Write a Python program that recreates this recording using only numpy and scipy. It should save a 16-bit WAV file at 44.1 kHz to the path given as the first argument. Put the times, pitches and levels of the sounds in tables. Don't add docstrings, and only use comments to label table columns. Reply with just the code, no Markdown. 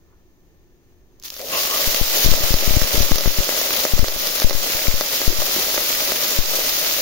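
import sys
import numpy as np
from scipy import signal
from scipy.fft import rfft, irfft, next_fast_len
from scipy.io import wavfile
from scipy.ndimage import uniform_filter1d, minimum_filter1d

SR = 44100
rng = np.random.default_rng(int(sys.argv[2]) if len(sys.argv) > 2 else 0)


def how_loud(loudness_db):
    steps = np.asarray(loudness_db, float) / 20
    return 10 ** steps


def master_out(mix):
    frames = np.transpose(np.atleast_2d(mix))
    ceiling = np.clip(frames, -1, 1)
    pcm = np.round(ceiling * 32767).astype(np.int16)
    wavfile.write(sys.argv[1], SR, pcm)


N = 309141
RIGHT_LAG = 8

# (time [s], fizz level [dB], boil level [dB])
HEAT = [(1.19, -79, -70), (1.225, -62, -77), (1.249, -35.5, -64), (1.31, -47, -77), (1.33, -42.5, -56),
        (1.45, -38.5, -68), (1.5, -32, -38), (1.59, -24, -36.5), (1.69, -27.5, -38.5), (1.79, -24.5, -36.5),
        (2.25, -21.5, -31.5), (3.0, -24, -31), (3.6, -25, -35), (4.15, -27, -35.5), (5.0, -25.5, -35),
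        (5.8, -25, -35), (6.3, -25.5, -35), (7.01, -24.5, -37)]
# (frequency [Hz], level [dB])
FIZZ_SPECTRUM = [(30, -2.5), (100, -16), (300, -10.5), (900, -7), (1600, -2.5), (2100, -2.5), (3000, 1),
                 (5000, 1.5), (16000, -3.5)]
# (frequency [Hz], width [Hz], level [dB])
POT_MODES = [(398, 8, 2), (569, 57, 5), (624.4, 38, 7), (763, 340, -1), (1230, 280, -2), (1968, 70, 4),
             (1635, 52, -4)]
# (time [s], peak level [dB], pitch [Hz], pot thump minus peak [dB])
SPITS = [(1.1982, -45, 6210, -36), (1.2174, -53, 3100, -25), (1.225, -40, 5300, -35),
         (1.2363, -33, 5700, -27), (1.2511, -44, 5260, -32), (1.282, -32, 4910, -34),
         (1.3022, -24.5, 5400, -48), (1.3214, -43, 4610, -7), (1.3404, -33, 5450, -30),
         (1.3524, -49, 4570, -28), (1.3652, -32, 4520, -17), (1.374, -38, 5950, -21),
         (1.3931, -34, 6890, -11), (1.4034, -35, 3360, -31), (1.4146, -31, 4600, -22),
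         (1.485, -30, 4710, -15), (1.5357, -28, 2680, -24), (1.5488, -23, 2710, -23)]
# (time [s], peak level [dB], pitch [Hz], pot thump minus peak [dB])
POPS = [(1.9455, -14, 3400, -17), (2.3376, -16, 5700, -5), (2.5401, -13, 4600, -10),
        (2.6434, -20, 5640, -20), (2.815, -16, 4240, -5.5), (3.1173, -19, 6230, 0.5),
        (3.1577, -14, 4600, -14), (3.1827, -11.5, 4760, -10), (3.2081, -15, 4400, -15),
        (3.258, -24.5, 5800, 1.5), (3.2798, -20.5, 5700, -13), (3.4905, -21.5, 5600, 0.5),
        (3.6137, -26.5, 5600, 1), (3.7064, -24, 3660, -5.5), (3.8511, -17, 5800, -1),
        (3.9918, -22, 5040, -1.5), (4.0427, -22.5, 5120, 3.5), (4.0826, -12.5, 4970, -11.5),
        (4.2702, -19, 5500, -13), (4.3994, -14, 5140, -21), (4.4194, -19, 4270, -3.5),
        (4.4962, -12, 4360, -17), (4.5084, -23.5, 4370, 5), (4.5296, -18, 5100, -14),
        (5.0095, -14.5, 5060, -6), (5.2155, -24, 5360, -2), (5.4186, -19.5, 5200, -6),
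        (5.7434, -31, 4360, 2.5), (5.7788, -23.5, 6160, 2), (6.1194, -18, 5130, -5)]
# (time [s], size [full scale])
SNAPS_IN = [(1.8748, .3), (2.0127, .6), (2.2476, .43), (2.2866, .6), (2.2929, .22), (2.3165, .72),
            (2.3392, .14), (2.4068, .14), (2.4458, .14), (2.5065, .57), (2.541, .74), (2.6771, .73),
            (2.751, .22), (2.7668, .96), (2.8195, .56), (2.9396, .2), (2.9573, .18), (2.9782, .56),
            (3.004, .59), (3.1192, .9), (3.2589, .56), (3.3868, .54), (3.9659, .18), (3.9932, .77),
            (4.0285, .5), (4.1623, .13), (4.5501, .23), (4.8825, .68), (5.2784, .84), (6.3886, .62)]
# (time [s], size [full scale])
SNAPS_OUT = [(2.0303, .09), (2.253, .14), (2.2621, .85), (2.3514, .15), (2.4371, .3), (2.5174, .23),
             (2.6956, .15), (2.7079, .49), (2.7378, .25), (2.7718, 1.02), (2.8458, .22), (2.946, .32),
             (2.9941, .12), (3.0104, .49), (3.0181, .14), (3.0254, .18), (3.0331, .2), (3.1573, .25),
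             (3.2757, .79), (3.4054, .33), (3.936, .75), (4.0344, .38), (4.4449, 1.12), (4.7495, .12),
             (4.9405, .34), (5.3877, .16)]
# (time [s], signed size [full scale])
JUMPS_RIGHT = [
    (2.5415, -0.23),
    (4.0829, 0.1),
]
# (time [s], wall level [dB], wall pitch [Hz], cavity level [dB], cavity pitch [Hz])
POUR = [
    (1.34, -61, 1140, -72, 566),
    (1.402, -67, 1140, -29, 544),
    (1.5, -69, 1100, -32.5, 520),
    (1.528, -26, 1120, -30, 563),
    (1.574, -30, 1100, -21.5, 630),
    (1.634, -42, 1130, -48, 540),
    (1.74, -28, 1170, -28, 583),
    (1.774, -32, 1150, -38, 600),
    (2.0, -49, 1230, -29.5, 650),
]
# (time [s], peak level [dB], pitch [Hz])
BLOOPS = [
    (2.944, -18, 417),
    (3.112, -11.5, 255),
    (5.301, -20.5, 336),
    (5.328, -23, 346),
    (5.563, -18.5, 327),
    (5.586, -21, 340),
    (5.594, -40, 398),
]
# (time [s], level [dB])
STIR = [
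    (0.07, -78),
    (0.134, -63),
    (0.192, -84),
    (0.198, -75),
    (0.24, -91),
]
# (frequency [Hz], width [Hz], level [dB])
DRONE = [(66, 21, -62), (355, 26, -68), (1770, 60, -79)]
# (frequency [Hz], level [dB])
HUM_SPECTRUM = [(20, 1), (65, -7), (120, -10), (250, -14.5), (370, -13), (550, -22), (1500, -32),
                (1800, -32), (2200, -32.5), (5500, -38.5), (6300, -31.5), (7200, -38.5), (12000, -42.5),
                (15500, -40)]
# (frequency [Hz], shared power [0 to 1])
LIKENESS = [(170, 0.65), (700, 0.98), (1200, 0.98), (2200, 0.04), (3000, 0.046), (16000, 0.054)]
# (frequency [Hz], level [dB])
PORT_LEFT = [(3000, 2.5), (5200, 2.5), (6800, 2), (7700, -2), (8150, -21.5), (8700, -1), (9600, 3),
             (11300, 1.5), (12500, 8), (15500, 11)]
# (frequency [Hz], level [dB])
PORT_RIGHT = [(3000, 1.5), (5200, 5.5), (6800, 4.5), (7700, -0.5), (8150, -4), (8700, -4), (9600, -7),
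              (10800, -11), (11300, -34), (11900, -2.5), (15500, 7)]


def evened(x):
    return x / np.sqrt(np.mean(x ** 2) + 1e-20)


def read(points, hz):
    f, value = np.transpose(points)
    return np.interp(np.log(hz + 1), np.log(f + 1), value)


def colour(x, points):
    log_gain = np.log(how_loud(read(points, abs(np.fft.fftfreq(4096, 1 / SR)))))
    spectrum = np.exp(np.conj(signal.hilbert(log_gain)))
    taps = np.fft.ifft(spectrum).real[:2048]
    return signal.oaconvolve(x, taps)[:N]


def pair(x):
    size = next_fast_len(N)
    same = np.clip(read(LIKENESS, np.fft.rfftfreq(size, 1 / SR)), 0, 1)
    z = rfft(x, size)
    return irfft(np.sqrt(same) * z[0] + np.sqrt(1 - same) * z[1:], size)[:, :N]


def clicks(per_s, spread_db, channels):
    size = how_loud(spread_db * np.minimum(rng.exponential(1, (channels, N)), 4))
    return size * (rng.random((channels, N)) < per_s / SR)


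def fade(x, ms):
    r = np.exp(-1000 / (ms * SR))
    return signal.lfilter([1 - r], [1, -r], x)


def slow_noise(ms):
    return evened(fade(fade(rng.standard_normal(N), ms), ms))


def gain_curve(s, db):
    return how_loud(np.interp(np.arange(N) / SR, s, db, left=-120, right=-120))


def pot(x):
    out = 0
    for hz, width, db in POT_MODES:
        pole = np.exp((-np.pi * width + 2j * np.pi * hz) / SR)
        out = out + how_loud(db) * 2 * signal.lfilter([1 - abs(pole)], [1, -pole], x).imag
    return signal.sosfilt(signal.butter(2, 220, "high", fs=SR, output="sos"), out)


def ring(hz, ms):
    turn = np.exp(2j * np.pi * np.cumsum(hz) / SR)
    noise = pair(rng.standard_normal((3, N)))
    return evened((turn * fade(fade(noise / turn, ms), ms)).real)


def fizz():
    s, db, boil_db = np.transpose(HEAT)
    flares = fade(clicks(440, 4.0, channels=1)[0] ** 2, 6.0)
    power = (1 + 0.5 * flares / flares.mean()) * how_loud(0.6 * slow_noise(3.6))
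    hiss = pair(rng.standard_normal((3, N))) * np.sqrt(power)
    hiss = evened(np.array([colour(x, FIZZ_SPECTRUM) for x in hiss]))
    body = signal.lfilter(*signal.butter(1, 1800, fs=SR), hiss)
    fullness = gain_curve(s, np.clip(0.69 * (boil_db - db + 9.0), -12, 0))
    return gain_curve(s, db + 2.5) * (hiss - (1 - fullness) * body)


def boil():
    s, _, db = np.transpose(HEAT)
    knocks = clicks(700, 2.5, channels=3) * rng.standard_normal((3, N))
    swell = how_loud(1.2 * slow_noise(30.0))
    blows = evened(knocks) + 0.78 * rng.standard_normal((3, N))
    return gain_curve(s, db + 0.5) * swell * evened(pot(pair(blows)))


def pops():
    crack, spray, thump = np.zeros((3, 2, N + 900))
    t = np.arange(900) / SR
    knock = t / 0.00015 * np.exp(-t / 0.00016) * np.sin(2 * np.pi * 1900 * t) * 2
    for s, db, hz, thump_db in SPITS + POPS + small_pops():
        at = round((s + 0.0006) * SR)
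        tone = t / 0.00008 * np.exp(-t / 0.00008) * np.sin(2 * np.pi * hz * t) * 2
        echoes = rng.standard_normal((2, len(t))) * 0.075 * np.exp(-t / 0.003)
        echoes[:, 0] += 1
        knock_db = db - 10 + 0.63 * (thump_db + 12.5) + 8
        burst = how_loud(db + 12.5) * tone + how_loud(knock_db) * knock
        crack[:, at:at + len(t)] += signal.fftconvolve(burst[None], echoes)[:, :len(t)]
        mist = rng.standard_normal((2, len(t))) * np.exp(-t / 0.00026)
        spray[:, at:at + len(t)] += how_loud(db - 10 + 18) * mist
        thump[:, at] += how_loud(db + thump_db + 34.0)
    spray = signal.sosfilt(signal.butter(2, 6000, "high", fs=SR, output="sos"), spray)
    crack[0] = how_loud(-1.5) * np.roll(crack[0], RIGHT_LAG)
    return (crack + spray + pot(fade(thump, 0.054)))[:, :N]


def small_pops():
    from_s, to_s, per_s = 1.5, 5.9, 6
    when, size, pitch, depth = rng.random((60, 4)).T
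    s = from_s + np.cumsum(-np.log(when)) / per_s
    rows = np.c_[s, -23.5 + 5 * (size - 0.5), 3500 + 2500 * pitch, -22 + 9 * depth]
    return list(rows[s < to_s])


def crackle():
    s, db, _ = np.transpose(HEAT)
    t, out = np.arange(200) / SR, np.zeros((2, N))
    for hz in np.geomspace(2200, 7000, num=8):
        snap = np.exp(-t * hz / 1.22) * np.sin(2 * np.pi * hz * t)
        near = clicks(20, 3.5, channels=2)
        out += signal.oaconvolve(near + 0.05 * near[::-1], snap[None], axes=1)[:, :N]
    return gain_curve(s, db - 9.0) * evened(out)


def jumps():
    out = np.zeros((2, N))
    for port, sign, table in ((0, -1, SNAPS_IN), (0, 1, SNAPS_OUT), (1, 1, JUMPS_RIGHT)):
        s, size = np.transpose(table)
        out[port, np.round((s + 0.0007) * SR).astype(int)] = sign * size
    r = np.exp(-20.1 / SR)
    return signal.lfilter([1, -1], [1, -2 * r, r ** 2], uniform_filter1d(out, size=44))


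def pour():
    s, wall_db, wall_hz, cavity_db, cavity_hz = np.transpose(POUR)
    t = np.arange(N) / SR
    hz = np.interp(t, s, wall_hz)
    wall = gain_curve(s, wall_db - 4.5) * ring(hz, 1.9)
    overtone = gain_curve(s, wall_db - 0.5 - 40 * (s - 1.5)) * ring(2.48 * hz, 0.74)
    cavity = gain_curve(s, cavity_db - 7.0) * ring(np.interp(t, s, cavity_hz), 1.44)
    return wall + overtone + cavity


def bloops():
    out, t = np.zeros(N), np.arange(1800) / SR
    for s, db, hz in BLOOPS:
        envelope = (1 - np.exp(-t / 0.00059)) * np.exp(-t / 0.0052)
        tone = np.sin(2 * np.pi * hz * t * (1 + 4 * t)) * envelope
        out[round(s * SR):][:len(t)] += how_loud(db - 0.5) * tone
    return out


def spoon():
    return gain_curve(*np.transpose(STIR)) * ring(np.full(N, 1150.0), 0.37)


def drone():
    out = 0
    for hz, width, db in DRONE:
        out = out + how_loud(db) * ring(np.full(N, hz), 1000 / (2 * np.pi * width))
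    return out


def hum():
    waver = how_loud(0.74 * slow_noise(35.0))
    noise = np.array([colour(x, HUM_SPECTRUM) for x in pair(rng.standard_normal((3, N)))])
    return how_loud(-56) * waver * evened(noise)


def ducking(loud):
    knee_db, hold_s, recover_db_per_s = [[-14], [-9]], 0.079, 186
    fall = np.arange(N) * recover_db_per_s / SR
    hold = round(hold_s * SR / 2)
    peak_db = -minimum_filter1d(-20 * np.log10(abs(loud) + 1e-6), size=2 * hold + 1, origin=hold)
    held_db = np.maximum.accumulate(peak_db + fall, axis=1) - fall
    left, right = uniform_filter1d(np.maximum(held_db - knee_db, 0), size=300, origin=149)
    return how_loud([-0.46 * left, -0.17 * right - 0.12 * left])


def starve(x):
    hz, _, z = signal.stft(x, SR, nperseg=1024, noverlap=768)
    power = uniform_filter1d(abs(z) ** 2, size=5)
    band = np.arange(len(hz)) // 7
    near = np.add.reduceat(power, np.arange(0, len(hz), 7), axis=1)[:, band] / 7
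    wide = uniform_filter1d(power, size=140, axis=1)
    chance = rng.standard_normal((3, band[-1] + 1, z.shape[2] // 6 + 1))
    chance = np.repeat(chance, 6, axis=2)[:, band, :z.shape[2]]
    strict = how_loud(4 * chance[0] + 2.5 * chance[1:]) * np.where(hz < 8900, 0.4, 0.14)[:, None]
    treble = ((hz > 7000) & (hz < 12500))[:, None]
    weak = (near < wide * strict) & (wide > 1e-9) & treble
    return signal.istft(z * np.where(weak, 0.003, 1), SR, nperseg=1024, noverlap=768)[1][:, :N]


def scene():
    steps, bursts = jumps(), pops()
    gain = ducking(abs(steps) + [[0.4], [1.2]] * abs(bursts))
    frying = (fizz() + boil() + crackle() + bursts) * gain
    left, right = frying + pour() + bloops() + spoon() + drone() + hum()
    right = np.r_[np.zeros(RIGHT_LAG), right][:N]
    return np.array([colour(left, PORT_LEFT), colour(right, PORT_RIGHT)]) + steps


def roll_off(x):
    return signal.sosfilt(signal.butter(12, 17040, fs=SR, output="sos"), x)


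def record(dry):
    ceiling = np.sign(dry) * (0.75 + 0.13 * np.tanh((abs(dry) - 0.75) / 0.13))
    x = np.where(abs(dry) > 0.75, ceiling, dry)
    edge = signal.firwin(401, 15800, window=("kaiser", 9), fs=SR)
    x = signal.oaconvolve(starve(x), edge[None], "same")
    return roll_off(x)


dry = scene()
out = record(dry)
master_out(out)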